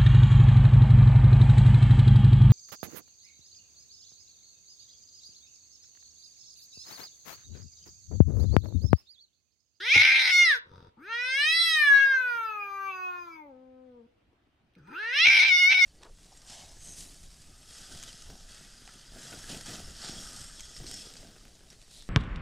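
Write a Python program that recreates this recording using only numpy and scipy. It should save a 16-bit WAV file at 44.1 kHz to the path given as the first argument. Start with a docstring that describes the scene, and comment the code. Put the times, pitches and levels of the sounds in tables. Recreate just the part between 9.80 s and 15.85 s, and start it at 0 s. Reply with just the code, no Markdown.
"""Three yowls from a cat leaning on a table edge indoors, close to a hand-held stereo microphone.
Its vocal folds ring mouth, throat and nose, and at full effort break into a rasp; the long middle
call sinks to a closed-mouth hum. Slack tissue flaps in a snoring breath after the first call.
A paw thumps the table twice, and lips and claws tick faintly, over the hush of a quiet room."""
import sys
import numpy as np
from scipy import signal
from scipy.fft import rfft, irfft, next_fast_len
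from scipy.io import wavfile
from scipy.ndimage import uniform_filter1d

SR = 44100
rng = np.random.default_rng(int(sys.argv[2]) if len(sys.argv) > 2 else 0)


def dump(signal):
    """Clip the signal to [-1, 1] and save it as 16-bit WAV at the path in sys.argv[1]."""
    limited = np.clip(np.atleast_2d(signal).T, -1, 1)
    pcm = np.round(limited * 32767).astype(np.int16)
    wavfile.write(sys.argv[1], SR, pcm)


N = 266805
BAND_LIMIT_HZ = 15750

# Vocal tract per call: (time [s], mouth resonance [Hz], mouth [dB], throat [dB], sizzle [dB])
TRACT_A = [(0.0, 1550, -42.5, -42, -67.5), (0.061, 2044, -27.5, -44, -58), (0.106, 2300, -17, -35.5, -56),
           (0.168, 2240, -11.5, -37.5, -47), (0.27, 2120, -14.5, -42, -50),
           (0.362, 2185, -16.5, -37.5, -50), (0.42, 2050, -21.5, -33.5, -47.5),
           (0.52, 2050, -19, -36.5, -47.5), (0.626, 2120, -12.5, -39, -48), (0.648, 2060, -18, -38, -48.5),
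           (0.681, 1938, -17.5, -36.5, -47.5), (0.718, 1785, -18, -32, -50.5),
           (0.755, 1580, -30, -56.5, -59.5), (0.79, 1494, -59, -62, -68)]
TRACT_B = [(1.17, 900, -66.5, -92, -100), (1.23, 1498, -53.5, -63.5, -76),
           (1.33, 1648, -30.5, -35.5, -78.5), (1.46, 1800, -30, -37, -56.5), (1.55, 1800, -27, -32, -52.5),
           (1.62, 1930, -22, -25, -47.5), (1.69, 2140, -21.5, -30.5, -45.5), (1.77, 1920, -24.5, -28, -41),
           (1.85, 1860, -27.5, -29.5, -38.5), (1.96, 1740, -23, -27.5, -45), (2.079, 1650, -17, -29, -50.5),
           (2.149, 1670, -14.5, -54, -54.5), (2.279, 1630, -18, -56, -66), (2.431, 1480, -27.5, -44, -64.5),
           (2.64, 1300, -34.5, -34.5, -64), (2.74, 1295, -38, -40, -71), (2.86, 1200, -39, -43, -69.5),
           (2.96, 1198, -37, -48.5, -68), (3.091, 1130, -33, -32.5, -67.5), (3.126, 1083, -39, -34.5, -70),
           (3.28, 1090, -33, -41, -73), (3.459, 1122, -45, -63.5, -76), (3.558, 1140, -57.5, -48, -76),
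           (3.66, 545, -55.5, -63, -91), (3.79, 467, -61.5, -105, -106), (4.2, 433.5, -63, -94, -111),
           (4.27, 474, -77, -94.5, -110)]
TRACT_C = [(4.961, 1524, -72.5, -85, -99), (5.04, 1340, -70, -74.5, -83), (5.166, 1413, -38, -44, -71.5),
           (5.22, 1793, -32.5, -48, -71), (5.326, 1786, -28, -44, -66), (5.378, 2120, -22, -26.5, -52.5),
           (5.438, 2250, -16.5, -28, -51.5), (5.474, 2350, -10, -36, -48.5), (5.508, 2200, -15, -43, -51),
           (5.61, 2223, -13.5, -37, -45), (5.68, 2300, -17, -51, -63), (5.72, 2178, -14, -35.5, -54),
           (5.78, 2343, -19, -34.5, -50), (5.83, 2194, -13.5, -36.5, -48.5), (5.98, 2250, -15, -49, -56),
           (6.05, 2132, -13, -35, -58)]
# Fold pitch before strain: (time [s], pitch [Hz])
PITCH_A = [(0.0, 338.5), (0.04, 421), (0.072, 486.6), (0.11, 546.4), (0.15, 678.5), (0.22, 700),
           (0.27, 746.2), (0.43, 747), (0.47, 708.3), (0.52, 722), (0.63, 716.5), (0.692, 641.6),
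           (0.756, 495), (0.79, 435.4)]
PITCH_B = [(1.17, 191), (1.214, 295.2), (1.272, 407.4), (1.3, 450.1), (1.398, 486.5), (1.54, 531.2),
           (1.6, 571.3), (1.68, 632), (1.75, 663), (1.81, 676.4), (1.88, 659.7), (1.982, 613.4),
           (2.088, 565.3), (2.134, 556.3), (2.298, 540.5), (2.396, 512.4), (2.63, 450), (2.806, 408.7),
           (2.896, 397.5), (3.091, 388.9), (3.122, 374.7), (3.179, 369.7), (3.27, 363.8), (3.442, 348.6),
           (3.598, 310.6), (3.678, 285), (3.734, 256), (3.822, 258.3), (4.05, 256), (4.186, 238.5),
           (4.22, 227), (4.27, 232)]
PITCH_C = [(4.96, 199.6), (5.02, 131), (5.09, 191.3), (5.152, 322.8), (5.202, 416.4), (5.316, 491.9),
           (5.424, 669.5), (5.455, 699.7), (5.5, 738.8), (5.574, 741.5), (5.6, 700), (5.659, 742),
           (5.7, 733), (5.78, 717.4), (5.9, 744), (6.05, 717.5)]
# Nasal ring, one list per call: (time [s], level [dB])
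NASAL_LEVELS = [
    [(0.0, -54.5), (0.062, -44.5), (0.076, -43.5), (0.148, -29), (0.374, -41), (0.4, -37.5), (0.5, -34.5),
     (0.532, -29.5), (0.66, -34), (0.72, -48), (0.756, -44), (0.79, -71)],
    [(1.17, -99), (1.23, -75), (1.41, -47.5), (1.83, -35.5), (2.12, -49.5), (2.26, -47.5), (2.46, -60),
     (2.86, -65.5), (3.07, -59.5), (3.53, -64.5), (3.65, -91), (4.27, -101)],
    [(4.96, -99), (4.98, -82), (5.032, -90), (5.096, -73), (5.324, -52.5), (5.384, -34), (5.614, -33),
     (5.658, -38), (5.736, -33.5), (5.98, -37), (6.018, -31), (6.05, -31.5)],
]
# Hoarse onset per call: (initial rasp [0-1], decay [s], rasp until full voice [0-1], full voice at [s])
HOARSE_ONSETS = [(.1, .05, .2, .14), (.4, .05, .006, 1.64), (.4, .1, .19, 5.42)]
# Slack throat per call: (resonance [Hz])
THROAT_SLACK_HZ = [3200, 2462, 2730]
# Hum on clear, tense notes, per call: (level change [dB])
HUM_TENSE_DB = [-17.5, -11.5, 2.5]


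def yowls():
    """Three voiced calls, each as (start time, sound)."""
    calls = zip((TRACT_A, TRACT_B, TRACT_C), (PITCH_A, PITCH_B, PITCH_C),
                NASAL_LEVELS, HOARSE_ONSETS, THROAT_SLACK_HZ, HUM_TENSE_DB)
    return [yowl(*call) for call in calls]


# Nasal and top-treble resonances: (centre [Hz], width [Hz], level added as the jaw opens [dB],
# base level [dB], counted 1.5 times open and 2.5 times shut)
NASAL_MODES = [(3453, 160, -35, -1.5), (4875, 170, -14, 0.5), (5300, 720, -5, -5), (5780, 570, -4.5, -21.5),
               (6820, 500, -16, 1)]
SIZZLE_MODES = [(8683, 2800, 0.5, 1), (9910, 580, -15, -32.5), (12350, 540, -16.5, 8),
                (15370, 480, -15.5, -34)]
# Chest hum: (pitch [Hz], level [dB])
CHEST_HUM = [(150, -59.5), (300, -58), (460, -65), (560, -61), (680, -53.5), (740, -59)]
HUM_RASP_DB, RATTLE_OVER_HUM_DB, STRAIN_RISE = 6.5, 6.5, 0.065


def yowl(tract, pitch, nasal, onset, slack_hz, hum_tense_db):
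    """Fold pulses ring mouth, throat and nose over a chest hum; a low rattle joins the hard rasps."""
    t, (mouth_hz, mouth_db, throat_db, sizzle_db) = curves(tract)
    nasal_db = np.interp(t, *np.transpose(nasal))
    pitch_hz = uniform_filter1d(np.interp(t, *np.transpose(pitch)), size=800, mode="nearest")
    jaw = np.clip((mouth_hz - 1250) / 600, 0, 1)  # the mouth resonance rises as the jaw opens
    tension = np.interp(pitch_hz, (616, 667), (0, 1))
    rasp, tripling = voice_breaks(t, pitch_hz, onset)
    strain = uniform_filter1d(rasp * (tripling > 0), size=800)
    folds, cycles = vocal_folds(t, pitch_hz * (1 + STRAIN_RISE * strain), rasp, tripling, jaw)

    voice = gain_of(mouth_db) * mouth(folds, mouth_hz)
    voice -= gain_of(throat_db) * throat(folds, pitch_hz, slack_hz, tension, jaw)
    for level_db, modes in ((nasal_db, NASAL_MODES), (sizzle_db, SIZZLE_MODES)):
        ringing = sum(gain_of(jaw * added_db + (2.5 - jaw) * base_db) * ring(folds, hz, width_hz)
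                      for hz, width_hz, added_db, base_db in modes)
        voice += gain_of(level_db) * steady(ringing)

    hum_db = log_lookup(CHEST_HUM, pitch_hz) + HUM_RASP_DB * rasp + hum_tense_db * tension * (1 - rasp)
    hum_cycles = cycles + .15 * rasp * wander(len(t), 120)
    voice += gain_of(hum_db) * np.sqrt(2) * np.cos(2 * np.pi * hum_cycles)
    rattle = steady(ring(folds, hz=980, width_hz=130))
    voice += gain_of(hum_db + RATTLE_OVER_HUM_DB) * tripling * rattle
    edge_s = np.minimum(t - t[0], t[-1] - t)
    return t[0], voice * np.minimum(1, edge_s / .006)


# Voice breaks: (start [s], end [s], rasp [0-1], three-cycle pattern depth [0-1])
BREAKS = [(.14, .512, .85, .6), (1.52, 1.65, .04, 0), (1.9, 2.03, .012, 0), (3.42, 3.64, .03, 0),
          (5.08, 5.14, .8, .3), (5.45, 5.6, .9, .45), (5.612, 5.695, .8, .55), (5.903, 5.945, .75, .55),
          (5.975, 6.0, .75, .4)]
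CLEAR_RASP, SLACK_RASP = .004, .12
BREAK_EDGE_S, FRINGE_S, FRINGE_SHARE = .018, .03, .07


def voice_breaks(t, pitch_hz, onset):
    """Rasp and three-cycle depth: the folds start hoarse, go ragged in breaks, loosen in quick falls."""
    initial, decay_s, held, full_voice_s = onset
    rasp = CLEAR_RASP + initial * np.exp(-(t - t[0]) / decay_s)
    rasp += held * np.clip((full_voice_s - t) / BREAK_EDGE_S, 0, 1)
    fall_per_s = -np.gradient(np.log(pitch_hz)) * SR
    rasp += np.interp(fall_per_s, (1.1, 4.5), (0, SLACK_RASP))
    tripling = np.zeros(len(t))
    for start_s, end_s, break_rasp, depth in BREAKS:
        inside_s = np.minimum(t - start_s, end_s - t)
        gate = np.clip(.5 + inside_s / BREAK_EDGE_S, 0, 1)
        fringe = FRINGE_SHARE * np.exp(np.minimum(inside_s, 0) / FRINGE_S)
        rasp = np.maximum(rasp, break_rasp * np.maximum(gate, fringe))
        tripling += depth * gate
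    return rasp, tripling


def vocal_folds(t, pitch_hz, rasp, tripling, jaw):
    """Overtones and cycle count of the folds; rasp makes pulses uneven in time and strength, and noisy."""
    waver = .001 + .0065 * (pitch_hz / 750) ** 12  # strain wavers high notes
    cycles = np.cumsum(pitch_hz * (1 + waver * wander(len(t), 40))) / SR
    pattern = tripling * np.sin(2 * np.pi * (cycles / 3 + .15 * wander(len(t), 40)))
    cycles = cycles + .046 * rasp * wander(len(t), 160) + .08 * pattern
    overtones = np.zeros(len(t))
    for k in range(2, 45):
        swell_hz = rng.uniform(2.136, 9)
        swell_db = (4.2 + 1.2 * jaw) * np.sin(2 * np.pi * (swell_hz * t + rng.random())) * (k > 3)
        overtone = np.cos(2 * np.pi * (k * cycles + rng.random()))
        overtones += gain_of(swell_db) * overtone * (k * pitch_hz < BAND_LIMIT_HZ)
    shimmer = 1 + .36 * rasp * wander(len(t), 90) + .35 * pattern
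    noise = .14 * rasp * rng.standard_normal(len(t))
    return steady(overtones) * shimmer + noise, cycles


def mouth(folds, mouth_hz):
    """The mouth cavity: a sharp moving peak on a broad skirt."""
    peak = resonate(folds, mouth_hz, width_hz=231.5)
    skirt = gain_of(db=5) * ring(peak, mouth_hz, width_hz=1800)
    return steady(resonate(peak, mouth_hz, width_hz=231.5) + skirt)


def throat(folds, pitch_hz, slack_hz, tension, jaw):
    """The throat resonance rises with tension, sinks on low notes and narrows as the jaw shuts."""
    sink_hz = np.interp(pitch_hz, (310, 345), (279.5, 0))
    throat_hz = slack_hz + tension * (3709 - slack_hz) - sink_hz
    broad = steady(ring(folds, throat_hz, width_hz=1200))
    narrow = unit_rms(ring(folds, throat_hz, width_hz=190))
    return jaw * broad + (1 - jaw) * narrow


# Snoring breath: (time [s], level [dB], flap rate [Hz])
SNORE = [(0.85, -63.5, 95), (0.96, -51, 90.5), (1.086, -56.5, 90), (1.12, -85, 110)]
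# Airway resonances: (centre [Hz], width [Hz], level [dB])
AIRWAY_MODES = [(89.7, 98, 3.5), (357, 920, -3.5), (937.4, 120, -10.5), (1127, 290, -10), (3496, 400, -15),
                (4630, 540, -16)]


def snore():
    """Slack tissue flaps in the in-breath, strong and weak in turn, each flap with a puff of air."""
    t, (level_db, flap_hz) = curves(SNORE)
    cycles = np.cumsum(flap_hz * (1 + .07 * wander(len(t), 30))) / SR
    count = np.floor(cycles)
    flaps = np.diff(count, prepend=0) * (1 + 0.46 * np.cos(np.pi * count))
    puffs = 1.3 * (.4 + np.exp(-(cycles % 1) / .3)) * rng.standard_normal(len(t))
    drive = unit_rms(flaps) + puffs
    airway = sum(gain_of(db) * unit_rms(resonate(resonate(drive, hz, width_hz), hz, 2 * width_hz))
                 for hz, width_hz, db in AIRWAY_MODES)
    return t[0], gain_of(level_db) * unit_rms(airway) * signal.windows.tukey(len(t), .1)


# Paw strikes: (time [s], peak [dB], boost of modes above 200 Hz [dB])
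PAW_STRIKES = [(0.156, -26, 1), (5.474, -40, 4.5)]
# Table-top modes: (frequency [Hz], level [dB], t60 [s])
TABLE_MODES = [(98.8, 0.5, 0.13), (118.2, -11.5, 0.25), (183, -7, 0.089), (280, -7, 0.055),
               (470, -3.5, 0.016), (833, -17, 0.075)]


def paw_thumps():
    """A soft paw rings the table top; its lowest modes swell a moment later."""
    out, t = np.zeros(N), np.arange(SR // 3) / SR
    for start_s, peak_db, boost_db in PAW_STRIKES:
        thump = np.zeros(len(t))
        for hz, db, t60_s in TABLE_MODES:
            attack = 1 - np.exp(-t * hz / 1.5)
            decay = gain_of(db + boost_db * (hz > 200) - 60 * t / t60_s)
            thump += attack * decay * np.sin(2 * np.pi * hz * t)
        add(out, start_s, gain_of(peak_db) * thump / abs(thump).max())
    return out


# Lip and claw ticks: (time [s], initial level [dB], centre [Hz], t60 [s])
TICKS = [(4.53, -64, 320, .05), (4.67, -66, 248, 0.051), (4.937, -64.5, 3040, .015),
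         (4.952, -56, 2350, 0.027), (4.984, -58.5, 1490, 0.071), (5.073, -54, 1830, 0.069)]


def lips_and_claws():
    """Lips and claws make tiny damped ticks of narrow-band noise."""
    out, t = np.zeros(N), np.arange(3000) / SR
    for start_s, db, hz, t60_s in TICKS:
        noise = unit_rms(resonate(rng.standard_normal(len(t)), hz, width_hz=0.073 * hz))
        add(out, start_s, gain_of(db - 60 * t / t60_s) * noise)
    return out


# Room reverberation: (frequency [Hz], t60 [s], level [dB])
REVERB = [(250, 0.38, -37.5), (590, 0.73, -2), (1500, 0.21, -7), (3898, 0.24, -3.5), (9570, 0.033, -9)]


def room_echoes(source):
    """Reflections from ahead and from the sides: sparse taps, each band dying at its own rate."""
    taps = np.zeros((2, SR // 2))
    delays = np.arange(100, SR // 2 - 20, 20) + rng.integers(0, 20, (2, (SR // 2 - 101) // 20))
    np.put_along_axis(taps, delays, rng.choice([-1., 1.], delays.shape), 1)
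    hz, t, bands = signal.stft(taps, SR, nperseg=256)
    bands *= gain_of(-60 * t / log_lookup(REVERB, hz)[:, None])
    bands *= np.sqrt(len(hz) / np.sum(abs(bands) ** 2, axis=(0, 2)))[:, None]  # equal energy per band
    norm = np.linalg.norm(signal.istft(bands, SR, nperseg=256)[1][0])
    bands *= gain_of(log_lookup(REVERB, hz, column=2))[:, None]
    tails = signal.istft(bands, SR, nperseg=256)[1] / norm
    return signal.fftconvolve(source[None], tails, axes=1)[:, :N]


# Microphone ports: (frequency [Hz], left minus right [dB], left lead [half turns])
PORTS = [(200, 0, 0), (350, 4, 0), (480, 6, 0), (560, 4, 0), (660, 2, 1), (830, 7, 2), (950, 11, 2.9),
         (1090, 2, 3.2), (1170, 6, 4), (1450, -2, 4), (1650, 2, 4), (1900, 0, 4), (2200, 4, 4),
         (2600, -3, 4), (3300, 0, 4), (4300, -6, 4), (6300, 0, 4)]
# Overall tone colour, with a sharp treble drop above 6.4 kHz: (frequency [Hz], gain [dB])
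TONE_COLOUR = [(200, -1), (480, 8.5), (660, -5.5), (900, 7.5), (1090, -4), (1300, 1), (2200, -5.5),
               (2780, -2.5), (2970, -7.5), (3150, -0.5), (4150, 5), (4550, -5), (4800, 0), (5200, 0),
               (6350, 5.5), (6650, -24.5), (8000, -2)]


def microphone(near, echoes):
    """Two ports hear a near source with balance and lead set by frequency; a tone curve shapes the mix."""
    size = next_fast_len(N + SR)
    hz = np.fft.rfftfreq(size, 1 / SR)
    lead_rad = np.pi * log_lookup(PORTS, hz, column=2)
    left = gain_of(log_lookup(PORTS, hz) / 2) * np.exp(1j * lead_rad / 2)
    direct = rfft(near, size) * np.array([left, 1 / left])
    ahead, side = rfft(echoes, size)
    stereo = direct + ahead / 2 + np.array([side, -side])  # side echoes arrive in opposite phase
    return irfft(stereo * gain_of(log_lookup(TONE_COLOUR, hz)), size)[:, :N]


# Room hush spectrum: (frequency [Hz], relative density [dB])
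HUSH_SPECTRUM = [(15, -39), (25, -11), (54, -4), (86, -2), (118, -11), (257, -10.5), (318, -8),
                 (438, -20.5), (729, -14.5), (879, -20), (3010, -23), (6200, -38.5), (15000, -51.5)]
# Hush between channels: (frequency [Hz], coherence [0-1])
HUSH_COHERENCE = [(60, 0.84), (240, 0.87), (950, 0.11), (3770, 0.21), (15000, 0.23)]
HUSH_RMS_DB, PATCH_DB = -70, 1.8


def room_hush():
    """The room's low hush: noise in drifting patches, much alike on both sides in the bass."""
    frames, hz = N // 256 + 5, np.fft.rfftfreq(1024, 1 / SR)
    left_re, left_im, apart_re, apart_im, patches = rng.standard_normal((frames, 513, 5)).T
    patches = unit_rms(uniform_filter1d(uniform_filter1d(patches, 8, axis=0), 10, axis=1))
    coherence = log_lookup(HUSH_COHERENCE, hz)[:, None]
    left = left_re + 1j * left_im
    right = coherence * left + np.sqrt(1 - coherence ** 2) * (apart_re + 1j * apart_im)
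    spectra = np.array([left, right]) * gain_of(log_lookup(HUSH_SPECTRUM, hz)[:, None] + PATCH_DB * patches)
    noise = signal.istft(spectra, nperseg=1024, noverlap=768)[1][:, :N]
    return gain_of(HUSH_RMS_DB) * unit_rms(noise)


def gain_of(db):
    """Decibels to amplitude."""
    return 10 ** (np.asarray(db) / 20)


def unit_rms(x):
    """Scales to rms 1."""
    return x / np.sqrt(np.mean(x ** 2) + 1e-20)


def steady(x):
    """Holds rms near 1 over about 40 ms."""
    power = uniform_filter1d(uniform_filter1d(x ** 2, size=1200), size=1200)
    return x / np.sqrt(abs(power) + 1e-12)


def log_lookup(table, hz, column=1):
    """Interpolates a column on a log-frequency axis."""
    columns = np.transpose(table)
    return np.interp(np.log(hz + 1), np.log(columns[0] + 1), columns[column])


def curves(table):
    """Sample times and a table's columns along them."""
    times_s, *columns = np.transpose(table)
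    t = np.arange(times_s[0], times_s[-1], 1 / SR)
    return t, [np.interp(t, times_s, column) for column in columns]


def add(mix, start_s, sound):
    """Mixes a sound in at start_s."""
    part = mix[round(start_s * SR):][:len(sound)]
    part += sound[:len(part)]


def resonate(x, hz, width_hz):
    """Unity-gain moving resonance: shift hz to zero, smooth, shift back."""
    carrier = np.exp(2j * np.pi * np.cumsum(hz * np.ones(len(x))) / SR)
    pole = np.exp(-np.pi * width_hz / SR)
    return 2 * (carrier * signal.lfilter([1 - pole], [1, -pole], x / carrier + 1e-18)).real


def ring(x, hz, width_hz):
    """A resonance applied twice, for steep skirts."""
    return resonate(resonate(x, hz, width_hz), hz, width_hz)


def wander(count, hz):
    """Noise of rms 1, low-passed at hz."""
    return unit_rms(signal.lfilter(*signal.butter(2, hz, fs=SR), rng.standard_normal(count)))


def scene():
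    """The cat close by, its echoes, and the room's hush."""
    cat = paw_thumps() + lips_and_claws()
    for start_s, sound in yowls() + [snore()]:
        add(cat, start_s, sound)
    return microphone(cat, room_echoes(cat)) + room_hush()


def record(dry):
    """A steep low-pass at the band limit."""
    lowpass = signal.firwin(1023, BAND_LIMIT_HZ, window=("kaiser", 10), fs=SR)
    return signal.oaconvolve(dry, lowpass[None], "same")


dry = scene()
out = record(dry)
dump(out)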